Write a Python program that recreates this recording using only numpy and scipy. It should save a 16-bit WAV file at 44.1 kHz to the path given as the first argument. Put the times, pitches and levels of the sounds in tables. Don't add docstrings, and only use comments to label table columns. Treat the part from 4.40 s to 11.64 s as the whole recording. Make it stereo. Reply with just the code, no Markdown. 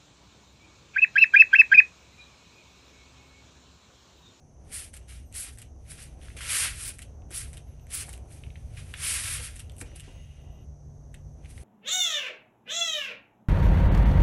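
import sys
import numpy as np
from scipy import signal
from scipy.fft import rfft, irfft
from scipy.io import wavfile
from scipy.ndimage import uniform_filter1d

SR = 44100
rng = np.random.default_rng(int(sys.argv[2]) if len(sys.argv) > 2 else 0)


def master(y):
    cut = np.clip(np.atleast_2d(y).T, -1, 1)
    pcm = np.round(cut * 32767)
    wavfile.write(sys.argv[1], SR, pcm.astype(np.int16))


def attenuation_scalar(level_db):
    decades = np.asarray(level_db, float) / 20
    return 10 ** decades


N = 319092
T = np.arange(N) / SR
HZ = np.maximum(np.fft.rfftfreq(N, 1 / SR), 1)


def on_hz(points):
    hz, value = np.transpose(points)
    return np.interp(np.log(HZ), np.log(hz), value)


def unit(x):
    return x / np.sqrt(np.mean(x ** 2))


def bump(hz, width_hz):
    return np.exp(-.5 * ((HZ - hz) / width_hz) ** 2)


def pair(gain, likeness):
    c = np.clip(likeness, 0, 1)
    mid, side = rfft(rng.standard_normal((2, N))) * gain * np.sqrt([1 + c, 1 - c])
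    return unit(irfft(np.array([mid + side, mid - side]), N))


def walk(rate_hz):
    hold = int(SR / rate_hz)
    steps = np.repeat(rng.standard_normal(N // hold + 1), hold)
    return 1.3 * uniform_filter1d(uniform_filter1d(steps, hold), hold)[:N]


def panned(x, pan_db):
    return x * attenuation_scalar(np.array([pan_db, -pan_db]) / 2)


def ping(t, hz, decay_s, phase):
    rise_and_fall = (t / decay_s / 2 * np.exp(1 - t / decay_s / 2)) ** 2
    return rise_and_fall * np.sin(2 * np.pi * (hz * t + phase))


def add_at(out, s, sound):
    start = int(s * SR)
    out[start:start + len(sound)] += sound


# f/Hz, level/dB per Hz
JET = [(290, -61), (500, -22), (836, -24.5), (1130, -16), (1340, -11.5), (2430, -5.5), (3390, -7.5),
       (6810, -10), (9600, -5.5), (11100, -5.5), (11700, -18), (13100, -18.5), (13600, -33.5), (22000, -91)]
# f/Hz, likeness/0-1
LIKE_JET = [(640, 0.4), (1400, 0.7), (3100, 0.5), (6000, 0.4), (8000, 0.93), (10300, .85), (11600, .1),
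            (15000, .02)]
# t/s, length/s, level gained/dB
AIRY = [(.35, .06, 5), (1.0, .06, 8), (2.15, .1, 0), (2.492, .05, 12), (2.979, .05, 8.5), (3.57, .08, 10.5),
        (4.623, 0.045, 7), (4.72, .05, -2), (2.41, .03, 6), (3.67, .03, 9), (4.919, .05, 5), (5.05, .05, 5),
        (5.41, .035, 13.5)]


def spray():
    mist_db, coarse_db = pressure()
    middle_db = -7.5 + .39 * coarse_db
    low = 1 / (1 + (HZ / 3800) ** 6)
    high = 1 / (1 + (7500 / HZ) ** 12)
    colour, like = attenuation_scalar(on_hz(JET)), on_hz(LIKE_JET)
    airy_db = sum(db * np.exp(-((T - s) / length_s) ** 4) for s, length_s, db in AIRY)
    sputter_db = .6 * walk(60) + walk(400)
    coarse = pair(colour * low, like) * attenuation_scalar(np.minimum(coarse_db, 6) + .5 * walk(30))
    middle = pair(colour * (1 - low) * (1 - high), like) * attenuation_scalar(middle_db + 2.5)
    mist = pair(colour * high, like) * attenuation_scalar(.5 * walk(30))
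    top = pair(bump(14860, 610) * (HZ > 11500), like) * attenuation_scalar(-22.5 + airy_db)
    return attenuation_scalar(mist_db + sputter_db) * (coarse + middle + mist + top)


# peak t/s, fine mist level/dB, rise/s, fall/s, coarse level re mist/dB
STROKES = [(.345, -36.5, 0.04, 0.14, -14), (.695, -52, 0.027, 0.18, -2.5), (.43, -46.5, 0.19, 0.072, -10),
           (.955, -40.5, 0.025, 0.14, -12), (1.0, -35, 0.074, 0.12, -18.5), (1.08, -47, 0.077, 0.052, -3),
           (2.012, -43.5, 0.012, 0.099, 1), (2.07, -43.5, 0.12, 0.092, 2.5),
           (2.115, -32, 0.077, 0.11, -6.5), (2.18, -27, 0.13, 0.18, -6), (2.26, -37.5, 0.12, 0.082, 2),
           (2.485, -36.5, 0.25, 0.052, -10.5), (2.968, -33, 0.06, 0.11, -14.5),
           (3.55, -32.5, 0.05, 0.11, -13.5), (3.62, -38, 0.13, 0.042, -9.5), (4.68, -29, 0.13, 0.29, -8),
           (4.83, -37, 0.25, 0.39, -6), (4.929, -33.5, 0.18, 0.11, -5.5), (5.05, -40, 0.092, 0.07, -7)]
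SPITS = [(4.375, -54, .03, .1, 5), (2.485, -36, .03, .035, -28), (3.506, -47.5, .006, .06, -6),
         (.322, -43.5, .008, .05, -10), (2.912, -46, .006, 0.053, -8), (1.969, -43.5, 0.0081, 0.077, -1),
         (1.99, -46, 0.008, .05, 3), (0.487, -56, .1, 0.072, -14), (1.13, -55.5, .1, 0.16, -8),
         (1.509, -42, 0.052, 0.12, -11.5), (1.59, -53.5, 0.071, 0.26, 3.5),
         (1.63, -43.5, 0.18, 0.088, -11.5), (2.54, -52, 0.11, 0.12, -8), (3.08, -56, .1, 0.25, -11),
         (5.11, -62, 0.088, 0.066, -1)]
RUSTLES = [(.1, -82, 3, 5.5, 1.5), (1.83, -56.5, 0.079, 0.71, 1.5), (.62, -75, .1, 0.33, 10),
           (1.26, -71, .05, .12, 5), (2.68, -79, .05, 0.39, 10), (3.27, -78.5, .1, 1.5, 8),
           (3.75, -56, 0.28, 0.082, -19), (3.67, -48.5, .1, 0.17, -12.5), (3.929, -53, 0.1, 0.29, -9.5),
           (4.2, -70, 1.1, 1.5, -3), (4.394, -51, 0.14, 0.18, 1), (4.5, -58, .3, 0.88, -2),
           (5.305, -75, .15, 0.21, 4), (5.395, -46, 0.057, 0.08, -41), (5.417, -37, 0.019, 0.017, -16),
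           (5.46, -68.5, .05, 0.67, 16), (5.64, -66.5, 0.059, 0.91, 22), (5.961, -78.5, .4, .6, 8),
           (6.745, -58.5, .02, 0.03, -3), (7.06, -69, 0.16, .1, 8), (7.107, -51.5, 0.053, 0.088, -10.5),
           (7.17, -58.5, 0.2, 3, -7)]


def pressure():
    span_db = 30
    fine_within_db = 14
    tail_coarse_db = .5
    gasps = [(s + .001, db, .014, .05, -10.5) for s, _, _, db, _ in UNLATCHES + SEATS]
    t = T[::32]
    mist_power, coarse_power = 1e-12, 1e-12
    for rows, bend in ((STROKES, 1.74), (SPITS + RUSTLES + gasps, .79)):
        for s, db, rise_s, fall_s, coarse_db in rows:
            under_db = span_db * np.maximum((s - t) / rise_s, (t - s) / fall_s) ** bend
            near = np.exp(-under_db / fine_within_db)
            tilt_db = coarse_db * near + tail_coarse_db * (1 - near)
            mist_power = mist_power + attenuation_scalar(2 * (db - under_db))
            coarse_power = coarse_power + attenuation_scalar(2 * (db - under_db + tilt_db))
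    mist_db = 10 * np.log10(mist_power)
    coarse_re_mist_db = 10 * np.log10(coarse_power / mist_power)
    return np.interp(T, t, mist_db), np.interp(T, t, coarse_re_mist_db)


# delay t/s, level/dB
BOUNCES = [
    (.0013, -30.5),
    (.0037, -19.5),
    (.0081, -14.5),
]


def near_bounces():
    comb = 1 + sum(attenuation_scalar(db) * np.exp(-2j * np.pi * HZ * s) for s, db in BOUNCES)
    return comb / np.sqrt(np.mean(np.abs(comb) ** 2))


def clacks():
    out, t = np.zeros(N + 4000), np.arange(4000) / SR
    body_s, edge_s = .00035, .00014
    band = signal.butter(3, [1400, 3900], "band", fs=SR, output="sos")
    for s, db, body_hz, edge_db in trigger():
        phase_1, phase_2, phase_3, spread, low, high = rng.random(6)
        rattle = rng.standard_normal(len(t)) * np.exp(-t / .0034) * (1 - np.exp(-t / .00073))
        body = ping(t, body_hz, body_s, phase_1)
        body += .5 * ping(t, body_hz * (1.15 + .25 * spread), .65 * body_s, phase_2)
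        body += 2 * attenuation_scalar(-6) * signal.sosfilt(band, rattle)
        edge = ping(t, 8170 * (.95 + .1 * low), edge_s, phase_2)
        edge += .6 * ping(t, 10800 * (.95 + .1 * high), 1.2 * edge_s, phase_3)
        body_share = np.sqrt(max(1 - attenuation_scalar(2 * edge_db), .06))
        edge_share = min(attenuation_scalar(edge_db), 1)
        add_at(out, s, attenuation_scalar(db - 3) * (body_share * body + edge_share * edge))
    return out[:N] * np.ones((2, 1))


# t/s, peak level/dB, body f/Hz, edge level re body/dB
GRIPS = [(.3184, -42, 2030, 4), (.6833, -45, 2240, 3), (.9263, -34, 2650, 3), (1.5184, -32.5, 1750, -1.5),
         (1.8153, -46, 2980, -9), (1.8836, -36, 1650, -22), (1.9025, -41, 1860, -20),
         (1.9664, -34.5, 2520, -4), (1.9875, -40.5, 2430, -3), (2.0078, -29, 1700, -20),
         (2.9068, -34.5, 1600, -1), (3.4685, -43.5, 1950, -1.5), (3.5028, -39, 2100, 3),
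         (3.582, -32, 2100, 3), (4.3904, -43.5, 1460, -14), (4.5392, -26, 2780, -8),
         (4.5393, -26.5, 1650, -25), (4.5436, -31, 2550, -12)]
# t/s, peak level/dB, body f/Hz, edge level re body/dB
TICKS = [(.942, -38, 2200, 3), (1.1745, -38, 1970, -1), (2.82, -54.5, 2600, -15), (3.396, -51, 2820, -6),
         (3.7775, -37.5, 2300, -1), (3.914, -47, 2410, -18), (4.0369, -37, 2540, -21.5),
         (4.0655, -49, 2370, -25), (4.1032, -42.5, 2590, -30), (4.1565, -39, 2030, -20),
         (4.161, -46.5, 2840, -20), (5.1054, -47, 3220, 1.1), (5.2969, -38.5, 3280, -3),
         (5.3198, -43, 2520, 5), (5.3664, -40, 2750, 3), (5.3832, -37, 2570, 3), (5.388, -42, 1580, 3),
         (5.4048, -33, 1490, 0.5), (5.4123, -24.5, 2300, -1.5), (5.4145, -30, 1760, -2.5),
         (5.5164, -47.5, 2000, -10), (6.7427, -35.5, 2000, -2.5), (6.7468, -39, 2850, -3),
         (7.0474, -49, 2240, -13), (7.0579, -45, 2300, -9), (7.111, -49, 2040, -4),
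         (7.1783, -37, 2000, -19)]
# t/s, peak level/dB, slack tick re peak/dB, air gasp level/dB, edge level re body/dB
UNLATCHES = [
    (0.5392, -33, -8, -44, -0.5),
    (1.1860, -34, -12, -45, 0),
    (2.591, -30, -4.5, -48, -2),
    (3.1363, -42, 9, -46.5, 6),
    (3.6926, -29, -12, -45.5, 6),
    (5.164, -35.5, 3, -47.5, -1.5),
    (5.5594, -43, -15, -45.5, 1.5),
]
# t/s, peak level/dB, rebound re peak/dB, air gasp level/dB, edge level re body/dB
SEATS = [
    (0.5671, -35, 1, -47, -0.5),
    (1.218, -36, 0, -48.5, -1.5),
    (2.6194, -33.5, 0, -44.5, -1),
    (3.1710, -35.5, -2.5, -48.5, -2.5),
    (3.7301, -38, 5.5, -45, -1.5),
    (5.1950, -32.5, 2.5, -42.5, -1.5),
    (5.5978, -31.5, -2, -47.5, -1),
]


def trigger():
    rows = GRIPS + TICKS
    for s, db, slack_db, _, edge_db in UNLATCHES:
        rows = rows + [(s, db, 2000, edge_db), (s - .0052, db + slack_db, 2000, edge_db + 4)]
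    for s, db, rebound_db, _, edge_db in SEATS:
        rows = rows + [(s, db, 2883, edge_db), (s + .0075, db + rebound_db, 2883, edge_db)]
    return rows


# t/s, peak level/dB, f/Hz, slosh level/dB
KNOCKS = [
    (1.956, -42, 311, -40),
    (2.24, -47, 610, -43),
    (2.907, -38.5, 336, -41),
    (3.68, -50, 800, -38),
    (4.993, -40, 490, -41),
    (5.414, -34.5, 304, -33),
    (5.53, -43, 330, -56),
    (5.675, -43, 267, -38),
    (5.75, -54, 300, -44),
]


def knocks():
    out, t = np.zeros(N + 4000), np.arange(4000) / SR
    soft_start = 1 - np.exp(-t / .0019)
    for s, db, hz, slosh_db in KNOCKS:
        band = signal.butter(2, hz * np.array([.46, 2.05]), "band", fs=SR, output="sos")
        slosh = unit(signal.sosfilt(band, rng.standard_normal(len(t)))) * np.exp(-t / .013)
        ring = np.sin(2 * np.pi * hz * t) + .5 * np.sin(2 * np.pi * 1.7 * hz * t)
        ring *= np.exp(-t / .0096)
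        add_at(out, s, (attenuation_scalar(db - 4.5) * ring + attenuation_scalar(slosh_db - 9) * slosh) * soft_start)
    return out[:N] * np.ones((2, 1))


# t/s, level/dB
REFILL = [(.58, -95), (.62, -76), (.85, -79), (.9, -95), (3.18, -95), (3.22, -81), (3.44, -82), (3.47, -95),
          (5.2, -95), (5.23, -73), (5.36, -75), (5.42, -85), (5.46, -66), (5.62, -64), (5.78, -64),
          (5.9, -68.5), (6.1, -69.5), (6.235, -72), (6.26, -95)]
# f/Hz, width/Hz, level/dB
CHAMBER = [
    (1990, 35, -4.5),
    (2590, 80, -6.5),
    (2840, 65, 2),
    (3155, 120, -8),
    (3680, 130, -13),
]


def refill():
    s, db = np.transpose(REFILL)
    colour = sum(attenuation_scalar(g_db) * bump(hz, width_hz) for hz, width_hz, g_db in CHAMBER)
    return pair(colour, 1 + 0 * HZ) * attenuation_scalar(np.interp(T, s, db, -140, -140) + .9 * walk(23))


# start t/s, length/s, from f/Hz, to f/Hz, level/dB
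WHISTLES = [(.62, .06, 8400, 8600, -73), (.81, .11, 8900, 8300, -73), (.85, .07, 11950, 11400, -75),
            (3.23, .05, 10700, 11400, -73), (3.27, .07, 11350, 10950, -72), (3.4, .06, 12100, 11700, -74),
            (5.47, .09, 5650, 6200, -67), (5.67, .05, 8000, 7950, -71), (5.73, .13, 6400, 6500, -68),
            (5.71, .14, 15700, 15600, -81), (5.84, .07, 15600, 14300, -79), (5.9, .06, 14200, 14000, -80),
            (5.67, .28, 13300, 13000, -83), (6.0, .1, 13100, 13150, -80), (6.09, .12, 13100, 11800, -79),
            (6.2, .06, 11900, 10800, -78), (5.79, .07, 10800, 10600, -73)]


def whistles():
    out = np.zeros(N)
    for s, length_s, from_hz, to_hz, db in WHISTLES:
        glide_hz = np.interp(T, [s, s + length_s], [from_hz, to_hz])
        pitch_hz = glide_hz * (1 + .0025 * walk(150) + .004 * walk(30))
        gate = np.clip(np.minimum(T - s, s + length_s - T) / .015, 0, 1)
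        out += gate * attenuation_scalar(db + 2.5 * walk(60)) * np.sin(2 * np.pi * np.cumsum(pitch_hz) / SR)
    return out


def room(x):
    t60_s, level_db = .19, -7
    t = np.arange(int(.5 * SR)) / SR
    tail = rng.standard_normal((2, len(t))) * 1000 ** (-t / t60_s) * (t > .004)
    tail = signal.lfilter([1], [1, -.4], tail)
    tail = tail / np.sqrt(np.sum(tail[0] ** 2))
    return attenuation_scalar(level_db) * signal.fftconvolve(x, tail, axes=1)[:, :N]


# t/s, air flow level/dB, fan line level re flow/dB
VENT = [(0.0, -57.5, -4), (0.64, -48.5, -14), (1.15, -48.5, -21.5), (1.57, -49, -4.5), (1.85, -44.5, -15),
        (3.67, -44, -10), (3.81, -45, -33), (3.91, -46.5, -6), (4.19, -38.5, -10), (4.63, -46, -8),
        (4.74, -42.5, -23), (4.98, -41, -6.5), (5.1, -42.5, -14.5), (6.49, -46, -4), (6.911, -42.5, -7),
        (7.03, -46, -4), (7.24, -41, -30)]
# f/Hz, level/dB per Hz
RUMBLE = [(20, -22), (30, 8.5), (45, 9.5), (62, 13.5), (90, 10), (115, 9), (132, -5.5), (170, -5.5),
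          (240, -42.5)]
# f/Hz, level/dB per Hz
AIR = [(100, -11), (160, -9), (246, -11.5), (300, -14), (740, -16), (850, -21.5), (1100, -27.5),
       (2000, -39), (4000, -71.5)]
# f/Hz, width/Hz, level/dB
HUM = [
    (65, 10, -50.5),
    (240, 6, -68.5),
]
# f/Hz, likeness/0-1
LIKE_AIR = [(60, 0.97), (130, 0.8), (290, 0.79), (640, 0.3), (1400, 0), (7000, 0.2), (9000, .6)]


def vent():
    s, *columns = np.transpose(VENT)
    flow_db, fan_db = (np.interp(T, s, c) for c in columns)
    change_db = flow_db - flow_db.mean()
    like = on_hz(LIKE_AIR)
    rumble = pair(attenuation_scalar(on_hz(RUMBLE)), like) * attenuation_scalar(flow_db - 1 + walk(8.7))
    air = pair(attenuation_scalar(on_hz(AIR)), like) * attenuation_scalar(-56.5 + .12 * change_db + 2 * walk(9.9))
    hum = 0
    for hz, width_hz, db in HUM:
        hum = hum + attenuation_scalar(db + .5 * change_db) * pair(bump(hz, width_hz), .96 + 0 * HZ)
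    fan_hz = 144.4 * (1 + .01204 * walk(12))
    fan = np.sin(2 * np.pi * np.cumsum(fan_hz) / SR) * attenuation_scalar(flow_db + fan_db + 3.3 * walk(14))
    return panned(rumble + hum + fan, np.array([1.3])) + air


# f/Hz, level/dB per Hz
MIC_FLOOR = [(800, -0.5), (2000, 22.5), (4500, 3.5), (7500, 18), (11500, -32.5), (12500, 13), (13000, -16)]


def microphone_hiss():
    band = bump(6100, 330) + .3 * bump(6100, 1000)
    left_hiss = attenuation_scalar(-66.5) * pair(band, 0 * HZ) * [[1], [.2]]
    return left_hiss + attenuation_scalar(-100) * pair(attenuation_scalar(on_hz(MIC_FLOOR)), on_hz(LIKE_AIR))


def patchy(x, guide, from_hz, keep_db, bar_slope, scatter_db):
    hz, _, both = signal.stft(np.array([x, guide]), SR, nperseg=2048)
    below = (hz > 8000) & (hz < 11500)
    below_db = 10 * np.log10(np.mean(np.abs(both[1, below]) ** 2, axis=0) + 1e-18)
    bar_db = keep_db + bar_slope * np.maximum(below_db + 95, 0)
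    cells = both[0] * (hz < 15850)[:, None]
    band = ((hz - from_hz) // 700).astype(int)
    luck = rng.standard_normal((30, cells.shape[1]))
    for b in range(band.max() + 1):
        peak_db = 20 * np.log10(np.max(np.abs(cells[band == b]), axis=0) + 1e-12)
        ease_db = 0
        if b == 0:
            ease_db = 13 - .4 * np.maximum(below_db + 85, 0)
        elif b == 1:
            ease_db = 4
        short_db = bar_db + scatter_db * luck[b] - ease_db - peak_db
        cells[band == b] /= 1 + attenuation_scalar(np.clip(5 * short_db, -100, 100))
    return signal.istft(cells, SR, nperseg=2048)[1][:N]


# f/Hz, left minus right level/dB
SPRAY_SIDE = [(700, -2), (1300, -3), (2400, 3.5), (4400, 5.5), (7000, 5), (8500, 1.5)]


def scene():
    hits = clacks() + knocks()
    bottle = rfft(spray()) * near_bounces() + rfft(hits + whistles() + refill())
    return irfft(panned(bottle, on_hz(SPRAY_SIDE)), N) + room(hits) + vent()


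def band_limit(x):
    return signal.sosfilt(signal.butter(12, 16760, fs=SR, output="sos"), x)


def record(dry):
    slot = attenuation_scalar(-24 * bump(10270, 120))
    left, right = irfft(rfft(dry + microphone_hiss()) * slot, N)
    mid, side = (left + right) / 2, (left - right) / 2
    kept_mid = patchy(mid, mid, from_hz=11750, keep_db=-87, bar_slope=.68, scatter_db=3)
    kept_side = patchy(side, mid, from_hz=7700, keep_db=-94, bar_slope=.97, scatter_db=5)
    return band_limit(np.array([kept_mid + kept_side, kept_mid - kept_side]))


dry = scene()
out = record(dry)
master(out)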